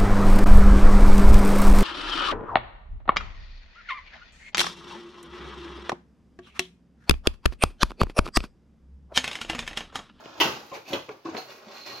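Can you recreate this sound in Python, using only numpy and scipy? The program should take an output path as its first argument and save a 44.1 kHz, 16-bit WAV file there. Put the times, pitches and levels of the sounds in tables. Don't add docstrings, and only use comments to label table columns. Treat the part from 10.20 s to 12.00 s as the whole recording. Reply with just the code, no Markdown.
import sys
import numpy as np
from scipy import signal
from scipy.fft import rfft, irfft, next_fast_len
from scipy.io import wavfile
from scipy.ndimage import map_coordinates

SR = 44100
rng = np.random.default_rng(int(sys.argv[2]) if len(sys.argv) > 2 else 0)


def persist_wave(psi):
    counts = np.round(np.clip(psi, -1, 1) * 32767).astype(np.int16)
    wavfile.write(sys.argv[1], SR, np.atleast_2d(counts).T)


N = 79380

# f/Hz, relative density/dB
THUMP_SPECTRUM = [(20, -37), (45, -20), (70, -12.5), (95, 2.5), (135, 3.5), (200, -3), (400, -20),
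                  (1000, -80)]
BOARD_SPECTRUM = [(40, -19.5), (95, -8.5), (180, -8.5), (300, -2), (480, -0.5), (850, -3.5), (1050, -5),
                  (1300, -5.5), (1500, -8), (1750, -14.5), (3500, -47.5)]
HISS_SPECTRUM = [(4000, -53), (7000, -5), (8500, -9), (10500, -1.5), (12000, 4), (15000, 0)]
# f/Hz, correlation
ROOM_CORRELATION = [(100, 0.94), (300, 0.89), (600, 0.56), (1200, 0.11), (8000, 0)]


def amp(db):
    return 10 ** (np.asarray(db) / 20)


def unit(x):
    return x / np.sqrt(np.mean(x ** 2) + 1e-20)


def along(points, hz):
    f, v = np.transpose(points)
    return np.interp(np.log(hz + 1), np.log(f + 1), v)


def filtered(x, response):
    n = x.shape[-1]
    m = next_fast_len(n + SR // 4)
    hz = np.fft.rfftfreq(m, 1 / SR)
    return irfft(rfft(x, m) * response(hz), m)[..., :n]


def coloured(x, spectrum):
    return unit(filtered(x, lambda hz: amp(along(spectrum, hz))))


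def noise(spectrum):
    return coloured(rng.standard_normal(N), spectrum)


def grit(spectrum):
    slips_per_s, size_spread_db, smooth_gain = 1800, 5, 0.37
    hits = rng.random(N) < slips_per_s / SR
    signs = rng.choice([-1, 1], N)
    sizes = amp(size_spread_db * rng.standard_normal(N))
    rub = smooth_gain * rng.standard_normal(N)
    return coloured(unit(hits * signs * sizes) + rub, spectrum)


def since(start_s):
    return np.maximum(np.arange(N) / SR - start_s, 0)


def blow(start_s, rise_s, t60_s):
    t = since(start_s)
    return (1 - np.exp(-t / rise_s)) * np.exp(-np.log(1000) * t / t60_s)


def ear_angle(hz):
    return np.arccos(np.clip(along(ROOM_CORRELATION, hz), -1, 1))


def spread(pair):
    def weights(hz):
        half = ear_angle(hz) / 2
        return np.array([np.cos(half), np.sin(half)])
    mid, side = filtered(pair, weights)
    return np.array([mid + side, mid - side])


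def room(x):
    # f/Hz, t60/s
    room_t60 = [(100, 0.38), (300, 0.26), (1000, 0.31), (4000, 0.34), (13000, 0.44)]
    build_s = 0.002
    hz, t, z = signal.stft(rng.standard_normal((2, SR // 2)), SR, nperseg=256)
    decay = np.exp(-np.log(1000) * t / along(room_t60, hz)[:, None])
    tail = spread(signal.istft(z * decay, SR)[1])
    tail *= 1 - np.exp(-np.arange(tail.shape[1]) / SR / build_s)
    return signal.fftconvolve(x[None], tail / np.linalg.norm(tail[0]), axes=1)[:, :N]


def placed(x, reflected_db=0):
    direct_db, near_wall_db, room_db = -4.5, -3.5, -2.5
    latest_s = 0.006
    near = np.zeros((2, SR // 20))
    for taps in near:
        lags = rng.uniform(0.05, 1, size=8) * latest_s * SR
        lags = np.clip(lags, 1, len(taps) - 1).astype(int)
        taps[lags] = rng.choice([-1, 1], len(lags)) / np.sqrt(len(lags))
    early = signal.fftconvolve(x[None], spread(near), axes=1)[:, :N]
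    reflected = amp(near_wall_db) * early + amp(room_db) * room(x)
    return amp(direct_db) * x + amp(reflected_db) * reflected


def snaps():
    # t/s, then thump, board, crack, sizzle, ring level/dB, crack t60/s
    flap_snaps = [(0.2008, -32, -19, -13.5, -30, -24.5, 0.16), (0.731, -37, -27.5, -22, -42, -47, 0.048)]
    # f/Hz, level re ring/dB, t60/s
    box_modes = [(323.4, 2, 0.23), (964, 6, 0.19), (1340, -11, 0.27), (1523, -3, 0.33), (2470, -5, 0.12),
                 (2776, 2, 0.15), (2975, 9, 0.12), (3060, 3, 0.1), (3480, 2, 0.12)]
    # f/Hz, relative density/dB
    panel_spectrum = [(80, -57), (170, -7), (280, -0.5), (480, -6.5), (650, -4.5), (950, -3.5), (1450, -2),
                      (1750, -17.5), (3500, -38)]
    crack_spectrum = [(700, -15.5), (1600, -20.5), (2000, -2), (2250, -10), (2850, 2), (3700, -6),
                      (5000, -12), (6800, -17), (8000, -47), (12000, -71)]
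    crack_rise_s, panel_rise_s, ring_rise_s = 0.00071, 0.01, 0.0054
    panel_t60_ratio = 1.65
    out = np.zeros((2, N))
    for s, thump_db, board_db, crack_db, sizzle_db, ring_db, t60_s in flap_snaps:
        fibres = amp(crack_db) * grit(crack_spectrum) + amp(sizzle_db) * grit(HISS_SPECTRUM)
        crack = blow(s, crack_rise_s, t60_s) * fibres
        body = amp(board_db) * grit(panel_spectrum) + amp(thump_db) * noise(THUMP_SPECTRUM)
        panel = blow(s, panel_rise_s, panel_t60_ratio * t60_s) * body
        out += placed(crack + panel)
        for hz, mode_db, mode_t60_s in box_modes:
            phase = ear_angle(hz) * np.array([[0.5], [-0.5]])
            tone = np.sin(2 * np.pi * hz * since(s) + phase)
            out += amp(ring_db + mode_db) * blow(s, ring_rise_s, mode_t60_s) * tone
    return out


def knocks():
    # t/s, tone level/dB, panel f/Hz, t60/s, rattle level/dB, thump level/dB
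    box_knocks = [(0.0596, -27.5, 408, 0.014, -35, -64), (.251, -25, 339, 0.045, -22.5, -31),
                  (.317, -37, 348, 0.035, -40, -36.5), (.706, -40, 285, 0.21, -44, -35),
                  (0.7337, -18.5, 345, 0.049, -29, -56), (.745, -32, 279, 0.15, -31.5, -55),
                  (0.885, -38, 415.5, 0.25, -43, -48), (.891, -23, 448, 0.036, -29.5, -64),
                  (1.054, -29, 327.9, 0.27, -40, -42), (1.087, -25.5, 331, 0.057, -40, -50),
                  (1.146, -31, 223, 0.064, -36, -58), (1.468, -42.5, 212, 0.13, -52, -67)]
    rise_s, thump_t60_s, tone_room_db = 0.00085, 0.054, -11.5
    tones, thuds = np.zeros(N), np.zeros(N)
    for s, tone_db, hz, t60_s, rattle_db, thump_db in box_knocks:
        swing = blow(s, rise_s, t60_s)
        tones += amp(tone_db) * swing * np.sin(2 * np.pi * hz * since(s))
        thuds += amp(rattle_db) * swing * noise(BOARD_SPECTRUM)
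        thuds += amp(thump_db) * blow(s, rise_s, thump_t60_s) * noise(THUMP_SPECTRUM)
    return tones + amp(tone_room_db) * room(tones) + placed(thuds)


def ticks():
    # t/s, level/dB, ring f/Hz
    crease_ticks = [(0.0568, -28.5, 3000), (0.2014, -16, 2880), (0.3233, -26, 3170), (0.7336, -27, 2930),
                    (0.742, -19, 1240), (0.8913, -22.5, 1250), (1.1502, -25.5, 1200), (1.1678, -19, 4260),
                    (1.1758, -26.5, 6200), (1.4844, -30, 2650)]
    # f/Hz, relative density/dB
    click_spectrum = [(300, -31), (800, 11.5), (1600, 1), (2800, 9.5), (4200, -7), (5200, -11), (6700, -14),
                      (8000, -37), (16000, -32)]
    rise_s, t60_s, ring_db, reflected_db = 0.00031, 0.0072, -4.5, -4
    envelope, ring = np.zeros(N), np.zeros(N)
    for s, db, hz in crease_ticks:
        pulse = amp(db) * blow(s, rise_s, t60_s)
        envelope += pulse
        ring += pulse * np.sin(2 * np.pi * hz * since(s))
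    return placed(envelope * noise(click_spectrum) + amp(ring_db) * ring, reflected_db)


def flutter():
    depth_db, knots_per_s = 2, 60
    knots = since(0) * knots_per_s
    return amp(depth_db * map_coordinates(rng.standard_normal(size=512), [knots], mode="wrap"))


def strokes():
    # t/s, then board, scrape, hiss level/dB
    grip = [(0, -45, -57, -68), (.045, -52.5, -58.5, -90), (.075, -45, -52.5, -79), (.13, -48.5, -57, -82),
            (.2, -43, -48, -61)]
    lift = [(0.259, -37.5, -39, -69), (.39, -44, -51, -73), (.47, -53.5, -57, -63.5),
            (0.514, -56, -54.5, -74), (0.549, -43, -41, -53.5), (0.58, -41, -54.5, -67),
            (.605, -80, -75, -88), (.65, -62, -79, -86)]
    fold = [(.655, -56.5, -58, -75), (0.684, -47, -45, -56), (0.727, -36, -44, -53),
            (.762, -34.5, -41.5, -63), (.8, -66, -87, -80), (.87, -68, -58, -86), (0.921, -49, -58, -74),
            (.95, -70, -84, -80)]
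    press = [(1.057, -43.5, -48.5, -78), (1.125, -44, -54, -79), (1.151, -36.5, -50, -72),
             (1.18, -36, -41, -53.5), (1.215, -51, -52, -64), (1.27, -56, -67.5, -63.5)]
    reach = [(1.276, -53.5, -59, -75), (1.301, -46, -47.5, -63), (1.37, -50, -56, -64),
             (1.46, -51.5, -57, -79), (1.55, -46.5, -48, -63), (1.654, -54.5, -51.5, -66.5),
             (1.687, -39.5, -44, -59), (1.8, -48.5, -48.5, -62)]
    # f/Hz, relative density/dB
    scrape_spectrum = [(700, -46), (1600, -6.5), (2450, 2.5), (3300, -3), (4300, -1.5), (5200, -5.5),
                       (6700, -8.5), (8000, -26.5), (12000, -81)]
    edge_s = 0.013
    out, t = np.zeros((2, N)), since(0)
    for stroke in (grip, lift, fold, press, reach):
        s, *levels = np.transpose(stroke)
        contact = np.interp(t, [s[0] - edge_s, s[0], s[-1], s[-1] + edge_s], [0, 1, 1, 0])
        rubbing = np.zeros(N)
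        for db, spectrum in zip(levels, (BOARD_SPECTRUM, scrape_spectrum, HISS_SPECTRUM)):
            rubbing += amp(np.interp(t, s, db)) * grit(spectrum)
        out += placed(flutter() * contact * rubbing)
    return out


def squeaks():
    # start/s, rise/s, hold/s, release/s, centre f/Hz, width at half amplitude/Hz, level/dB
    stick_slips = [(.513, 0.0039, 0.015, 0.018, 615, 320, -34),
                   (.512, 0.0048, 0.025, 0.017, 1070, 220, -44),
                   (0.65, 0.018, 0.002, 0.0046, 2450, 280, -48),
                   (0.511, 0.015, 0.024, 0.042, 2300, 470, -47.5),
                   (.704, .03, 0.0047, 0.015, 553, 45, -30.5),
                   (1.053, 0.0073, 0.013, 0.032, 1100, 70, -43.5),
                   (1.162, 0.0081, 0.015, 0.039, 4250, 430, -45), (1.477, 0.2, 0.068, .2, 4230, 290, -47)]
    out, t = np.zeros(N), since(0)
    for s, rise_s, hold_s, release_s, hz, width_hz, db in stick_slips:
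        def resonance(f):
            return 1 / (1 + ((f - hz) / width_hz * 2) ** 2)
        tone = unit(filtered(rng.standard_normal(N), resonance))
        corners_s = s + np.cumsum([0, rise_s, hold_s, release_s])
        out += amp(db) * tone * np.interp(t, corners_s, [0, 1, 1, 0])
    return placed(out)


def background():
    # f/Hz, relative density/dB
    floor_spectrum = [(20, 9), (60, -22), (130, -7.5), (500, 0.5), (1500, -10), (5000, -11.5),
                      (8000, -31.5), (16000, -23)]
    level_db = -59.5
    return amp(level_db) * spread(np.array([noise(floor_spectrum), noise(floor_spectrum)]))


def scene():
    return snaps() + knocks() + ticks() + strokes() + squeaks() + background()


def record(dry):
    # f/Hz, left minus right/dB
    balance = [(100, 0), (700, 0.5), (2200, 0), (4500, -3), (8000, -7), (14000, -1)]
    low_cut_hz, top_hz = 71, 15900

    def response(hz):
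        low_cut = hz ** 2 / np.sqrt(hz ** 4 + low_cut_hz ** 4)
        tilt = amp(along(balance, hz) * np.array([[0.5], [-0.5]]))
        return tilt * low_cut * (hz < top_hz)
    return filtered(dry, response)


dry = scene()
out = record(dry)
persist_wave(out)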